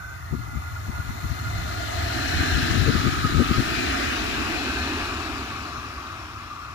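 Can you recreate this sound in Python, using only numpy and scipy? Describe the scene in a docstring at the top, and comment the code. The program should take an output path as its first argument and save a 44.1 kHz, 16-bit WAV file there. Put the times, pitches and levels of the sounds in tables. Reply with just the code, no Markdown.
"""Rails sing and gusts thump the left microphone port as a tram and its trailer draw near.
They roll past on open ballasted track, 8.5 m from the microphone. The track bed rumbles under the
weight, flanges rub and sing, and three bogies go by, their wheels roaring and ringing on rough steel.
Wheels ping on blemishes, the overhead wire whines under the pantograph, and the rails whine on behind.
The right port is muffled and catches little wind."""
import sys
import numpy as np
from scipy import signal
from scipy.fft import rfft, irfft
from scipy.io import wavfile
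from scipy.ndimage import uniform_filter1d

SR = 44100
rng = np.random.default_rng(int(sys.argv[2]) if len(sys.argv) > 2 else 0)


def pcm_store(signal):
    """Save signal as 16-bit PCM."""
    levels = np.round(np.clip(np.atleast_2d(signal), -1, 1) * 32767)
    wavfile.write(sys.argv[1], SR, levels.astype(np.int16).T)


N = 297234
FRAME, HOP = 2048, 512
HZ = np.fft.rfftfreq(FRAME, 1 / SR)
TIMES = np.arange(N // HOP + 2)[:, None] * HOP / SR
SPEED_M_PER_S, DISTANCE_M, SOUND_M_PER_S = 13.66, 8.5, 343


def amp(db):
    """Decibels to gain."""
    return 10 ** (np.asarray(db) / 20)


def unit_rms(x):
    """Scales to rms 1."""
    return x / np.sqrt(np.mean(x ** 2) + 1e-20)


def power_sum(gains):
    """Unrelated noises add in power."""
    return np.sqrt(sum(gain ** 2 for gain in gains))


def over_hz(rows):
    """Each column of a spectrum, interpolated to every bin."""
    hz, *columns = np.transpose(rows)
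    return [np.interp(np.log(HZ + 1), np.log(hz), column) for column in columns]


def resonance(hz, half_width):
    """Gain of one resonance at every bin."""
    return 1 / (1 + ((HZ - hz) / half_width) ** 2)


def resonances(modes):
    """Joint gain of several resonances at every bin."""
    return power_sum(amp(db) * resonance(hz, half_width) for hz, half_width, db in modes)


def bump(s, half_length, t=TIMES):
    """A bell-shaped gain around time s."""
    return np.exp(-.5 * ((t - s) / half_length) ** 2)


def swell(db, rise_until_s, fall_from_s, rise_db_per_s, fall_db_per_s):
    """Gain of one long rise and fall."""
    rise_db = rise_db_per_s * np.maximum(rise_until_s - TIMES, 0)
    fall_db = fall_db_per_s * np.maximum(TIMES - fall_from_s, 0)
    return amp(db - rise_db - fall_db)


def patches(frames, bins):
    """Random field of rms 1, smooth over so many frames and bins."""
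    field = rng.standard_normal((len(TIMES), len(HZ)))
    return unit_rms(uniform_filter1d(uniform_filter1d(field, frames, 0), bins, 1))


def wobble(low_hz, high_hz):
    """Slow random curve of rms 1 between two rates."""
    hz = np.fft.rfftfreq(N, 1 / SR)
    return unit_rms(irfft(rfft(rng.standard_normal(N)) * (hz > low_hz) * (hz < high_hz), N))


def white_spectra():
    """Short-time spectra (frames, bins) of white noise."""
    noise = rng.standard_normal((len(TIMES) - 1) * HOP) * np.sqrt(SR / 2)
    return signal.stft(noise, nperseg=FRAME, noverlap=FRAME - HOP)[2].T


def to_sound(spectra):
    """Short-time spectra back to a waveform."""
    return signal.istft(spectra.T, nperseg=FRAME, noverlap=FRAME - HOP)[1][:N]


# Turbulent air right on the microphone port. Each row: frequency in Hz, level in dB.
EDDY_SPECTRUM = [(20, -35), (38, -5.5), (60, 4.5), (130, 0.5), (185, -8.5), (255, -4.5), (370, -16.5),
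                 (520, -29.5), (900, -53), (3000, -90)]
def turbulence(count, tilt_db):
    """Eddy noise of rms 1, tilted by tilt_db an octave from 130 to 520 Hz."""
    hz = np.fft.rfftfreq(count, 1 / SR)
    octaves = np.log2(np.clip(hz / 130, 1, 4))
    colour_db = np.interp(hz, HZ, over_hz(EDDY_SPECTRUM)[0]) + tilt_db * octaves
    return unit_rms(irfft(rfft(rng.standard_normal(count)) * amp(colour_db), count))


# Spells of breeze on the left port. Each row: centre and half length in seconds, level in dB.
BREEZE_SPELLS = [(0.467, 0.094, -35), (1.347, 0.36, -38), (2.78, 0.25, -24), (3.4, 0.25, -25)]
def breeze(lumpy_db=4):
    """Unsteady air rumbles on the port."""
    t = np.arange(N) / SR
    spells = power_sum(amp(db) * bump(s, half_length, t) for s, half_length, db in BREEZE_SPELLS)
    return spells * amp(lumpy_db * wobble(3.8, 25)) * turbulence(N, tilt_db=-3.0)


# The hardest gusts on the left port. 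Each row: centre and half length in seconds, strength in dB.
HARD_GUSTS = [(0.34, 0.014, -17), (.396, .013, -23), (0.567, 0.014, -20.5), (0.893, 0.01, -20.5),
              (1.0, 0.0087, -20), (1.098, 0.014, -21.5), (1.248, 0.0095, -21), (1.314, 0.014, -20.5),
              (2.407, .013, -16.5), (2.576, 0.023, -17.5), (2.791, 0.048, -15), (2.889, 0.012, -10),
              (2.957, 0.011, -13.5), (3.071, 0.019, -13.5), (3.255, 0.007, -13), (3.363, 0.027, -14),
              (3.408, 0.012, -9.5), (3.512, 0.0092, -12.5), (3.593, 0.013, -11.5)]
def gusts(gain_db=-1.5, tilt_per_db=1.1, neutral_db=-16):
    """Eddies thump on the port; harder gusts hold smaller eddies and reach higher."""
    out = np.zeros(N)
    t = (np.arange(4 * FRAME) - 2 * FRAME) / SR
    for s, half_length, db in HARD_GUSTS:
        envelope = bump(0, half_length, t)
        eddy = unit_rms(envelope * turbulence(len(t), tilt_per_db * (db - neutral_db)))
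        start = round(s * SR) - 2 * FRAME
        out[start:start + len(t)] += amp(db + gain_db) * eddy * np.sqrt(np.mean(envelope ** 2))
    return out


# The ballasted bed under the tram. Each row: frequency in Hz, level in dB.
BED_SPECTRUM = [(20, -37), (40, -31), (72, -4.5), (110, -14), (180, -25), (500, -80), (1500, -80)]
# Weight rolling onto the bed. Each row: centre and half length in seconds, level in dB.
BED_BOOMS = [(1.577, 0.13, -37.5), (2.362, 0.036, -31.5)]
def track_bed(uneven_db=1.5):
    """The bed rumbles unevenly under the whole tram and booms as the weight arrives."""
    rumble = swell(-44, rise_until_s=2, fall_from_s=2.5, rise_db_per_s=3, fall_db_per_s=1.73)
    rumble = rumble * amp(uneven_db * patches(frames=12, bins=30))
    booms = [amp(db) * bump(s, half_length) for s, half_length, db in BED_BOOMS]
    return power_sum([rumble, *booms]) * amp(over_hz(BED_SPECTRUM)[0])


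# The low note down the line. Each row: frequency and half width in Hz, level in dB.
LOW_MODES = [(94.7, 6.8, 1)]
def low_drone():
    """The rails carry a low drone ahead of the tram."""
    level = swell(-41.5, rise_until_s=0.7, fall_from_s=3.04, rise_db_per_s=14, fall_db_per_s=17)
    return resonances(LOW_MODES) * level


# The wire above the track. Each row: frequency and half width in Hz, level in dB.
OVERHEAD_MODES = [(9100, 70, -8), (10130, 130, -1), (11900, 260, 1.5), (13620, 140, -3.5),
                  (12500, 4500, -5.5)]
def overhead_wire(waver_db=1.0):
    """The wire whines thinly under the pantograph."""
    level = swell(-84, rise_until_s=1.25, fall_from_s=3.5, rise_db_per_s=4.9, fall_db_per_s=5)
    return resonances(OVERHEAD_MODES) * level * amp(waver_db * patches(frames=5, bins=14))


# The rails as the tram nears the microphone. Each row: frequency and half width in Hz, level in dB.
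RAIL_AHEAD_MODES = [(708, 97, -8.5), (970, 185, -8.5), (1253, 59, -4.5), (1424, 12.5, 3), (1693, 15, -9),
                    (2043, 62, -4.5), (2460, 210, -17), (3580, 57, -16), (4220, 62, -15),
                    (5760, 260, -20.5), (6800, 420, -19.5)]
def rails_ahead(waver_db=1.77, throb_hz=9.5, throb_db=0.8):
    """The rails carry the tram's shaking far ahead in narrow bands that pulse lightly."""
    level = swell(-59, rise_until_s=1.63, fall_from_s=2, rise_db_per_s=5, fall_db_per_s=3)
    waver = amp(waver_db * patches(frames=5, bins=14))
    throb = amp(throb_db * np.sin(2 * np.pi * throb_hz * TIMES))
    return resonances(RAIL_AHEAD_MODES) * level * waver * throb


# The rails as the tram draws away. Each row: frequency and half width in Hz, level in dB.
RAIL_BEHIND_MODES = [(710, 91, -16.5), (1176, 96, -1), (1296, 89, -2.5), (1750, 185.0, -18.5),
                     (2530, 240, -13), (5380, 420, -21.5)]
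def rails_behind(waver_db=1.6):
    """The rails carry the shaking back along the line and whine on."""
    level = swell(-57.5, rise_until_s=5.5, fall_from_s=5, rise_db_per_s=3, fall_db_per_s=2.5)
    return resonances(RAIL_BEHIND_MODES) * level * amp(waver_db * patches(frames=5, bins=14))


# Flanges on the rail, heard from the trackside.
# Each row: centre and half length in seconds, frequency and half width in Hz, level in dB.
FLANGE_RUBS = [(0.08, 0.075, 1528, 22.3, -58), (0.262, .05, 1860, 102, -70.5),
               (1.85, 0.28, 3550, 61.6, -67), (2.122, 0.42, 693, 51, -54.5), (2.38, 0.66, 4175, 97, -62.5),
               (2.544, 0.32, 1700, 180, -60), (3.265, 0.35, 1262, 67, -53.5),
               (3.812, 0.12, 2440, 86, -55.5), (4.014, 0.18, 2015, 403, -62.5),
               (4.57, 0.48, 2560, 178, -59)]
def flange_squeals(waver_db=0.9):
    """Each rub of a flange swells and fades unsteadily in one narrow band."""
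    rubs = power_sum(amp(db) * bump(s, half_length) * resonance(hz, half_width)
                     for s, half_length, hz, half_width, db in FLANGE_RUBS)
    return rubs * amp(waver_db * patches(frames=6, bins=4))


# Wheels striking blemishes along the track. Each row: start in seconds, pitch in Hz, level in dB.
WHEEL_KNOCKS = [(.76, 1425, -29), (1.0, 1440, -30), (1.818, 1454, -29.5), (2.10, 1436, -23.5),
                (2.949, 1286, -26), (3.243, 1277, -19), (3.538, 1258, -18.5), (5.519, 1130, -26),
                (5.98, 1136, -26.5), (6.43, 1215, -32), (6.511, 1203, -26.5)]
def wheel_pings(t60_s=0.078, rise_s=0.0019, right_lag_s=0.00077, gone_by_s=4.5):
    """One wheel mode rings after each knock, reaching the left port first until the tram has gone by."""
    out = np.zeros((2, N))
    for s, hz, db in WHEEL_KNOCKS:
        lag_s = np.array([[0], [right_lag_s * (s < gone_by_s)]])
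        t = np.maximum(np.arange(4 * FRAME) / SR - lag_s, 0)
        envelope = amp(db - 60 * t / t60_s) * (1 - np.exp(-t / rise_s))
        ring = envelope * np.sin(2 * np.pi * hz * t)
        span = out[:, round(s * SR):][:, :4 * FRAME]
        span += ring[:, :span.shape[1]]
    return out


def passing(abreast_s):
    """A bogie's range in decades beyond its nearest, its facing (+1 coming, -1 going) and Doppler."""
    ahead_m = SPEED_M_PER_S * (abreast_s - TIMES)
    range_m = np.hypot(ahead_m, DISTANCE_M)
    facing = ahead_m / range_m
    doppler = 1 / (1 - facing * SPEED_M_PER_S / SOUND_M_PER_S)
    return np.log10(range_m / DISTANCE_M), facing, doppler


def gear_hum(decades, doppler, hum_hz=71.8, half_width_hz=7.1, fade_db=44):
    """The running gear hums in a narrow low band that sinks as it goes by."""
    return amp(-fade_db * decades) * resonance(hum_hz * doppler, half_width_hz)


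# Bogie frames and car panels. Each row: frequency in Hz, level in dB.
BODY_SPECTRUM = [(100, -16), (190, -16.5), (245, -1), (310, -2), (430, -11.5), (540, -67), (1500, -60)]
def body_drone(decades, facing, fade_db=42, ahead_loss_db=1.5):
    """A bogie shakes the car body, which drones more toward the rear."""
    return amp(over_hz(BODY_SPECTRUM)[0] - fade_db * decades - ahead_loss_db * facing)


# The resonances of a steel wheel. Each row: frequency and half width in Hz, level in dB.
RING_MODES = [(454, 21, -6), (1750, 300, -3.5), (2900, 190, -6.5), (3620, 63, -6.5), (4050, 170, -2.5),
              (5590, 170, -8), (7300, 300, -13), (11200, 195, -19)]
def wheel_ringing(decades, doppler, fade_db=49):
    """The wheels ring in their modes, which sink in pitch as they go by."""
    return amp(-fade_db * decades) * np.interp(HZ / doppler, HZ, resonances(RING_MODES))


# Wheels on rough steel, abreast of the microphone. 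Each row: frequency in Hz, level in dB.
ROAR_SPECTRUM = [(300.0, -20), (540.0, -13.5), (700.0, -1.3), (900.0, -10.5), (1300.0, -7.5),
                 (2000.0, -7.5), (2500.0, -2), (3100.0, -8.5), (4100.0, -6.5), (4900.0, -10), (7200.0, -17),
                 (8300.0, -23.5), (11500.0, -25.5), (15500.0, -31)]
def wheel_roar(decades, facing, bright_db, fade_db=40.5, ahead_loss_db=5):
    """Rough wheels roar on rough rails and radiate mostly sideways, so the roar fades fast with range."""
    octaves = np.log2((HZ + 20) / 2000)
    # thin and bright toward the front, full toward the rear; the middle is lost over the ballast
    tilt_db = bright_db + 1.53 * facing + 4.5 * decades
    loss_db = fade_db * decades + ahead_loss_db * facing
    return amp(over_hz(ROAR_SPECTRUM)[0] - loss_db + tilt_db * octaves)


# Bogies passing 8.5 m from the microphone. Each row: time abreast in seconds, roar level in dB,
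# roar brightness in dB per octave, then the levels of body drone, wheel ringing and hum in dB.
BOGIE_PASSES = [(2.49, -59, 0.6, -55, -58, -43), (3.79, -58.5, -0.23, -54.5, -62, -40),
                (4.67, -62.5, -0.4, -53, -64.5, -43.5)]
def bogies(flurry_db=1.0, flicker_db=2.27):
    """Each bogie roars, drones, rings and hums, loudest about when it is abreast."""
    flurries = amp(flurry_db * patches(frames=5, bins=30))
    # brief, narrow random flickers of pitch in the roar
    flickers = amp(flicker_db * patches(frames=12, bins=3))
    gains = []
    for abreast_s, roar_db, bright_db, body_db, ring_db, hum_db in BOGIE_PASSES:
        decades, facing, doppler = passing(abreast_s)
        gains += [amp(roar_db) * wheel_roar(decades, facing, bright_db) * flurries * flickers,
                  amp(body_db) * body_drone(decades, facing),
                  amp(ring_db) * wheel_ringing(decades, doppler),
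                  amp(hum_db) * gear_hum(decades, doppler)]
    return power_sum(gains)


# The muffled right port against the left. Each row: frequency in Hz, dB tram coming, dB tram going.
RIGHT_PORT_RESPONSE = [(152, -0.5, 0), (420, 5.5, 2.5), (520, -6.5, -0.5), (736, -3.5, -8.5),
                       (857, 1.5, 4.5), (1264, 2, -8), (1550, 5, 7), (2170, -4, -8), (3070, -9.5, -6.5),
                       (4200, -13, -13.5), (5000, -20.5, -19), (7000, -34.5, -33), (15000, -31, -25)]
# How alike the ports sound. Each row: frequency in Hz, coherence (0-1) tram coming, then tram going.
PORT_COHERENCE = [(40, 0.76, 0.82), (330, 0.93, 1), (620, 0, 0.8), (1070, 0.99, 1), (2100, 0.58, 0.65),
                  (2950, 0.62, 0), (4500, 0, 0.1), (7000, 0, .1)]
def at_ports(gain, turn_s=3.95, turn_length_s=0.86, lag_coming_s=0.00059, lag_going_s=-0.00014):
    """Noise shaped by gain at both ports: wheels coming reach the left first, those going the right."""
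    gone = np.clip((TIMES - turn_s) / turn_length_s, 0, 1)
    blend = lambda coming, going: coming + gone * (going - coming)
    delay = lambda s: np.exp(-2j * np.pi * HZ * s)
    alike_coming, alike_going = np.clip(over_hz(PORT_COHERENCE), 0, .99)
    coherence = blend(alike_coming * delay(lag_coming_s), alike_going * delay(lag_going_s))
    left = white_spectra()
    right = coherence * left + np.sqrt(1 - abs(coherence) ** 2) * white_spectra()
    right *= amp(blend(*over_hz(RIGHT_PORT_RESPONSE)))
    return np.array([to_sound(gain * left), to_sound(gain * right)])


def scene(wind_leak_db=-24):
    """The tram from the trackside, with wind mostly on the left port."""
    tram = at_ports(power_sum([bogies(), flange_squeals(), track_bed(), low_drone(),
                               rails_ahead(), rails_behind(), overhead_wire()]))
    wind = (breeze() + gusts()) * np.array([[1], [amp(wind_leak_db)]])
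    return tram + wheel_pings() + wind


def record(dry, edge_hz=15400):
    """The recorder's band limit."""
    lowpass = signal.firwin(511, edge_hz, window=("kaiser", 9), fs=SR)
    return signal.oaconvolve(dry, lowpass[None], "same")


dry = scene()
out = record(dry)
pcm_store(out)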